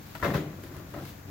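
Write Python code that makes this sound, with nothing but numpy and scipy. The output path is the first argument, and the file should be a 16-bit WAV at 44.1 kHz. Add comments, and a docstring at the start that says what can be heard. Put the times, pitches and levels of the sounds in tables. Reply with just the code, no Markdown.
"""Outdoors, a stereo pair close to an open pickup tailgate; light wind and a low hum lie far behind.
A plastic spool of trimmer line clacks, drops on the gate and rocks on its flanges, so the panel booms.
The spool rolls over the ribs while line is pulled off with a soft hiss, ticking over the flange.
Near the one-second mark it tips over with a second, lighter clatter; one small clack comes last."""
import sys
import numpy as np
from scipy import signal
from scipy.fft import rfft, irfft
from scipy.io import wavfile

SR = 44100
rng = np.random.default_rng(int(sys.argv[2]) if len(sys.argv) > 2 else 0)


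def inscribe(sig):
    """Save sig as 16-bit PCM at rate SR to the path in sys.argv[1].

    A 1-D sig is mono; a 2-D sig holds one channel per row.
    Samples are clipped to [-1, 1] before scaling.
    """
    pcm = np.round(np.clip(np.atleast_2d(sig).T, -1, 1) * 32767)
    wavfile.write(sys.argv[1], SR, pcm.astype(np.int16))


N = 57330
BASS_HZ, TREBLE_HZ = 373, 2690


def amp(db):
    """Decibels to gain."""
    return 10 ** (np.asarray(db) / 20)


def unit_rms(x):
    """Scales to unit rms."""
    return x / np.sqrt(np.mean(x ** 2) + 1e-20)


def lookup(table, hz, column=1):
    """One column of a table on a log-frequency axis."""
    columns = np.transpose(table)
    return np.interp(np.log(hz + 1), np.log(columns[0] + 1), columns[column])


def add(mix, start_s, sound):
    """Mixes a stereo sound in at a time."""
    part = mix[:, max(round(start_s * SR), 0):]
    part[:, :sound.shape[1]] += sound[:, :part.shape[1]]


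def bins(size):
    """Frequencies of a spectrum."""
    return np.fft.rfftfreq(size, 1 / SR)


def drift(seconds):
    """A slow random wander of unit size."""
    smoothing = np.exp(-(bins(N) * seconds) ** 2)
    return unit_rms(irfft(rfft(rng.standard_normal(N)) * smoothing, N))


def stereo(pair, image):
    """Spectra of two unrelated signals, blended and balanced as the microphones hear them."""
    hz, (a, b) = bins(pair.shape[1]), rfft(pair)
    likeness, pan_db = np.clip(lookup(image, hz), -1, 1), lookup(image, hz, column=2)
    mid, side = a * np.sqrt((1 + likeness) / 2), b * np.sqrt((1 - likeness) / 2)
    return np.array([(mid + side) * amp(pan_db / 2), (mid - side) * amp(-pan_db / 2)])


def tilt(hz, bass_db, treble_db):
    """How much of each frequency a blow excites."""
    return amp(bass_db / (1 + (hz / BASS_HZ) ** 2) + treble_db / (1 + (TREBLE_HZ / (hz + 1)) ** 4))


def panel_lift(hz, lift_db=3, half_width_hz=11.7):
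    """The tailgate lifts whatever sounds near its modes."""
    nearness = sum(1 / (1 + ((hz - mode[0]) / half_width_hz) ** 2) for mode in PANEL_MODES)
    return amp(lift_db * np.minimum(nearness, 1))


def envelope(t, hz, t60, bloom_s=0.002, bloom_hz=900):
    """Treble starts at once, bass takes milliseconds to spread; then the sound dies away."""
    bloom = 1 - np.exp(-t * (1 + hz / bloom_hz) / bloom_s)
    return bloom * np.exp(-np.log(1000) * t / t60)


# Close sounds at the microphones. Each row: frequency in Hz, likeness from -1 to 1, left over right in dB.
NEAR_IMAGE = [(60, 0.97, 1.5), (246, 0.96, 3), (590, 0.8, 2.5), (1300, 0.26, 6), (2370, 0.1, 7),
              (5260, 0.19, -0.5), (9000, -.2, 3.5), (13500, -.2, -1)]

def ring(table, bass_db=0, treble_db=0, size=24000, crack_db=-2.5, crack_s=0.0067):
    """Countless close modes: a sharp crack, then each band dies at its own speed."""
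    t, hz = np.arange(size) / SR, bins(size)
    noise = stereo(rng.standard_normal((2, size)), NEAR_IMAGE)
    spectrum = noise * amp(lookup(table, hz)) * tilt(hz, bass_db, treble_db) * panel_lift(hz)
    centres, _, t60s = np.transpose(table)
    out = np.zeros((2, size))
    for share, centre, t60 in zip(np.eye(len(table)), centres, t60s):
        band = irfft(spectrum * lookup(np.c_[centres, share], hz), size)
        out += band * envelope(t, centre, t60)
    return out * (1 + amp(crack_db) * np.exp(-t / crack_s))


def modes(table, bass_db=0, treble_db=0, rise_s=1 / SR, size=30000):
    """The clear modes of a struck body; a soft contact starts them gradually."""
    t = np.arange(size) / SR
    out = np.zeros((2, size))
    for hz, db, t60 in table:
        tone = np.sin(2 * np.pi * hz * t) * envelope(t, hz, t60)
        pan = amp(lookup(NEAR_IMAGE, hz, column=2) * np.array([[.5], [-.5]]))
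        out += amp(db) * tilt(hz, bass_db, treble_db) * tone * pan
    return out * (1 - np.exp(-t / rise_s))


def friction(curve, colour, per_s, spread_db):
    """A stream of tiny impacts of uneven size that follows a level curve."""
    hz = bins(N)
    impacts = (rng.random((2, N)) < per_s / SR) * rng.choice([-1, 1], (2, N))
    sizes = amp(spread_db * np.minimum(rng.exponential(1, (2, N)), 4))
    spectrum = stereo(unit_rms(impacts * sizes), NEAR_IMAGE) * amp(lookup(colour, hz)) * panel_lift(hz)
    level = amp(np.interp(np.arange(N) / SR, *np.transpose(curve)))
    return level * irfft(spectrum, N)


# Far air at the microphones. Each row: frequency in Hz, likeness from -1 to 1, left over right in dB.
FAR_IMAGE = [(60.3, 0.98, 1.5), (245, 0.88, 2.8), (590, 0.15, 3.7), (1290, -0.18, 3.5), (2470, 0.5, 10.7),
             (5250, -0.61, 0.7), (8400, 0.69, 0.55), (13700, -0.23, .5)]
# Open air around the truck. 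Each row: frequency in Hz, level in dB per Hz.
AIR_COLOUR = [(20, -25), (35, -34), (55, -29.5), (95, -27.5), (200, -31), (330, -40), (480, -41),
              (1000, -42.5), (1900, -47.5), (3000, -57.5), (7000, -54.5), (9000, -70.5), (12500, -54.5),
              (16000, -52)]

def wind(gust_db=3, gust_s=0.02):
    """Light wind and distant air, unsteady in the bass."""
    hz = bins(N)
    air = stereo(rng.standard_normal((2, N)), FAR_IMAGE) * amp(lookup(AIR_COLOUR, hz))
    bass_share = 1 / (1 + (hz / BASS_HZ) ** 2)
    gusts = amp(gust_db * drift(gust_s))
    return irfft(air * bass_share, N) * gusts + irfft(air * (1 - bass_share), N)


# Far-off tones. Each row: pitch in Hz, level in dB.
HUM_TONES = [(94, -49), (140, -51.5), (283, -56)]

def distant_hum(waver=0.0215, waver_s=0.097):
    """A low hum, a little left of centre, its tones wavering together in pitch."""
    clock = np.cumsum(1 + waver * drift(waver_s)) / SR
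    hum = sum(amp(db) * np.sin(2 * np.pi * (hz * clock + rng.random())) for hz, db in HUM_TONES)
    return hum * amp([[1], [-1]])


# Line sliding off the spool. Each row: time in seconds, level in dB.
SLIDE_LEVEL = [(0, -5), (.17, -0.5), (.205, -1), (.3, 4), (.5, -9), (.61, -7), (.65, -0.5), (.7, -6),
               (.79, -2.5), (.84, -9.5), (.92, -4), (.96, -5), (1.09, 3.5), (1.15, -6.5), (1.25, -12),
               (1.3, -5.5)]
# Its hiss. Each row: frequency in Hz, level in dB per Hz.
SLIDE_COLOUR = [(300, -84), (1500, -48.5), (4200, -47.5), (7000, -53.5), (9000, -57.5), (12500, -50.5),
                (16000, -48)]
# Line slipping over the flange. Each row: start in seconds, level in dB.
TICKS = [(0.217, 4), (0.3425, 3.5), (0.636, 7.5), (0.738, -3), (0.765, 5.5), (0.941, -6), (1.053, 7),
         (1.088, 1), (1.112, -7), (1.195, -1.5)]
# One tick. Each row: frequency in Hz, level in dB per Hz, t60 in seconds.
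TICK_RING = [(300, -58, 0.01), (1690, -43, 0.04), (4000, -51.5, 0.015), (9400, -56.5, 0.039),
             (13600, -51, 0.02)]

def trimmer_line():
    """Close to the microphones, line hisses off the spool in tiny slips and ticks over its flange."""
    out = friction(SLIDE_LEVEL, SLIDE_COLOUR, per_s=2800, spread_db=0.5)
    for start_s, db in TICKS:
        add(out, start_s, amp(db) * ring(TICK_RING, size=4000))
    return out


# The spool crossing the ribs. Each row: time in seconds, level in dB.
ROLL_LEVEL = [(0, -14.5), (.2, -7), (.42, -1.5), (.5, -3.5), (.59, -5.5), (.65, -6), (.70, -7), (.78, -1),
              (.84, -5), (.92, -12), (.97, -5), (1.04, -5), (1.1, -10), (1.24, -24), (1.3, -0.5)]
# Its rumble. Each row: frequency in Hz, level in dB per Hz.
ROLL_COLOUR = [(40, -52), (130, -29.5), (230, -28.5), (345, -28), (450, -40), (580, -33.5), (850, -47),
               (1120, -40), (1700, -44), (2700, -58), (8000, -79)]
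# Soft bumps on the way. Each row: start in seconds, level in dB, bass lift in dB.
BUMPS = [(0.635, -8, 29), (0.661, -21, 8), (0.71, -7.5, 24.5), (0.727, -16, -11), (0.788, 0, -11),
         (0.942, 11.5, -14), (0.9605, 16, -9.5), (0.974, 3, -27), (1.0, 7, -25), (1.018, 11, -5.5),
         (1.03, -1, -7.5), (1.277, -7.5, 14.1)]
# The spool's hollow drum. Each row: pitch in Hz, level in dB, t60 in seconds.
DRUM_MODES = [(290, -48.5, 0.15), (340, -41, 0.095), (363, -54, 0.071), (587, -49.5, 0.07),
              (648, -50.5, 0.062), (785.4, -53.5, 0.078)]

def spool_rolling():
    """The spool rumbles over the ribbed panel, and soft bumps sound its drum."""
    out = friction(ROLL_LEVEL, ROLL_COLOUR, per_s=460, spread_db=1.5)
    for start_s, db, bass_db in BUMPS:
        add(out, start_s, amp(db) * modes(DRUM_MODES, bass_db, rise_s=0.0037, size=8000))
    return out


# Light clacks of the spool alone. 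Each row: start in seconds, level in dB.
CLACKS = [(.1507, 1.5), (.162, -11), (.1985, -8.5), (.215, -9.5), (0.3422, -4), (.746, -14.5), (.767, -12),
          (0.9386, -7), (0.9848, -5.5), (1.277, -16.5)]
# Its short rattle. Each row: frequency in Hz, level in dB per Hz, t60 in seconds.
SPOOL_RING = [(200, -78, 0.032), (684, -27.5, 0.039), (1510, -30, 0.055), (2620, -38.5, 0.1),
              (4080, -46.5, 0.23), (9040, -51, 0.053), (14000, -47.5, 0.13)]
# Its plastic body. Each row: pitch in Hz, level in dB, t60 in seconds.
SPOOL_MODES = [(653, -41.5, 0.1), (962, -42.5, 0.072), (1305, -37.5, 0.021), (1340, -55, 0.15),
               (1462, -45, 0.093), (1784, -55, 0.055)]
# The flange's edge hitting metal. Each row: start in seconds, level in dB.
CRACKS = [(0.245, -8), (.3422, -7.5)]
# The flange's tones. Each row: pitch in Hz, level in dB, t60 in seconds.
FLANGE_MODES = [(2600, -27, 0.046), (2830, -37, 0.015), (3550, -33, 0.024), (4400, -40, .025)]

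def spool_clacks():
    """Close up, the hollow plastic clacks and its hard flange cracks against the gate."""
    out = np.zeros((2, N))
    for start_s, db in CLACKS:
        add(out, start_s, amp(db) * ring(SPOOL_RING, size=8000))
        add(out, start_s, amp(db) * modes(SPOOL_MODES, size=8000))
    for start_s, db in CRACKS:
        add(out, start_s, amp(db) * modes(FLANGE_MODES, size=4000))
    return out


# The spool striking the gate. Each row: start in seconds, level in dB, bass and treble lifts in dB.
KNOCKS = [(0.2262, -4, 0, 0.5), (0.233, -6.5, -9, 10.5), (0.244, -6, 4.8, 11), (0.2521, -17.5, 13, 19.5),
          (0.2598, -12, -1, 7), (0.2799, -21.5, 20, -17), (0.3019, -13.5, 12, 5.2), (0.337, -15, 0.5, 15),
          (0.342, -11.5, -0.7, 16.5), (0.3478, -17, 17.5, 17), (0.3541, -17, 13, 19.5),
          (0.3675, -19.5, 13, 18), (0.9379, -18.5, 4.5, -24), (0.9442, -27, 6, 14), (0.961, -27, 9, 9),
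          (0.974, -24.7, 1, 0), (0.984, -21.5, -2, -14), (1.018, -36, 19, 0.6)]
# The panel and loose gear on it. Each row: frequency in Hz, level in dB per Hz, t60 in seconds.
PANEL_RING = [(30.2, -56, 0.18), (71, -12.5, 0.3), (144, -14.5, 0.35), (350, -8.5, 0.43), (505, -15, 0.6),
              (940, -18, 0.38), (1020, -12, 0.2), (1836, -16.5, 0.22), (2510, -35, 0.6), (3720, -37, 0.37),
              (5000, -44.5, 0.24), (6900, -48, 0.32), (8500, -59, 0.33), (10800, -53.5, 0.33),
              (13000, -46, 0.2), (16000, -44.5, 0.25)]
# The panel's clear tones. Each row: pitch in Hz, level in dB, t60 in seconds.
PANEL_MODES = [(92.5, -46, 0.5), (137.3, -33, 0.4), (155.6, -40.5, 0.74), (188.9, -42, 1),
               (269.1, -42, 0.95), (306.3, -33, 0.41), (388, -32.5, 0.2), (450, -47.5, 0.51),
               (490.8, -37.5, 0.56), (573, -27, 0.21), (682.5, -31, 0.39), (795, -42, 0.32),
               (1037.4, -33.5, 0.33), (1150, -44.5, 0.35), (1337, -35.5, 0.11), (1404, -44.5, 0.088),
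               (1808, -51, 0.17), (2013, -44.5, 0.065), (2089, -50, 0.25)]
# The whole gate giving under the spool. Each row: start in seconds, level in dB, pitch in Hz.
THUDS = [(0.2274, -19, 102.3), (0.2766, -31, 82), (0.2744, -25, 145.2), (0.3458, -13.5, 150),
         (0.464, -30.5, 153), (0.4932, -25.5, 181.5), (0.7795, -38, 133), (0.9705, -29.5, 67.3)]

def tailgate(thud_t60_s=0.094):
    """Each knock sets the nearby panel booming and rattling; the spool's shifting weight only thuds."""
    out = np.zeros((2, N))
    for start_s, db, bass_db, treble_db in KNOCKS:
        add(out, start_s, amp(db) * ring(PANEL_RING, bass_db, treble_db))
        add(out, start_s, amp(db) * modes(PANEL_MODES, bass_db, treble_db))
    for start_s, db, hz in THUDS:
        add(out, start_s, modes([(hz, db, thud_t60_s)], rise_s=0.0061, size=8000))
    return out


def scene():
    """Tailgate, spool and line up close, with the open air behind."""
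    return tailgate() + spool_rolling() + spool_clacks() + trimmer_line() + wind() + distant_hum()


def record(dry):
    """The recorder's low cut and band limit."""
    low_cut_hz, top_hz = 53.4, 15900
    low_cut = signal.butter(2, low_cut_hz, "high", fs=SR, output="sos")
    band_limit = signal.firwin(511, top_hz, window=("kaiser", 9), fs=SR)
    return signal.oaconvolve(signal.sosfilt(low_cut, dry), band_limit[None], "same", axes=1)


dry = scene()
out = record(dry)
inscribe(out)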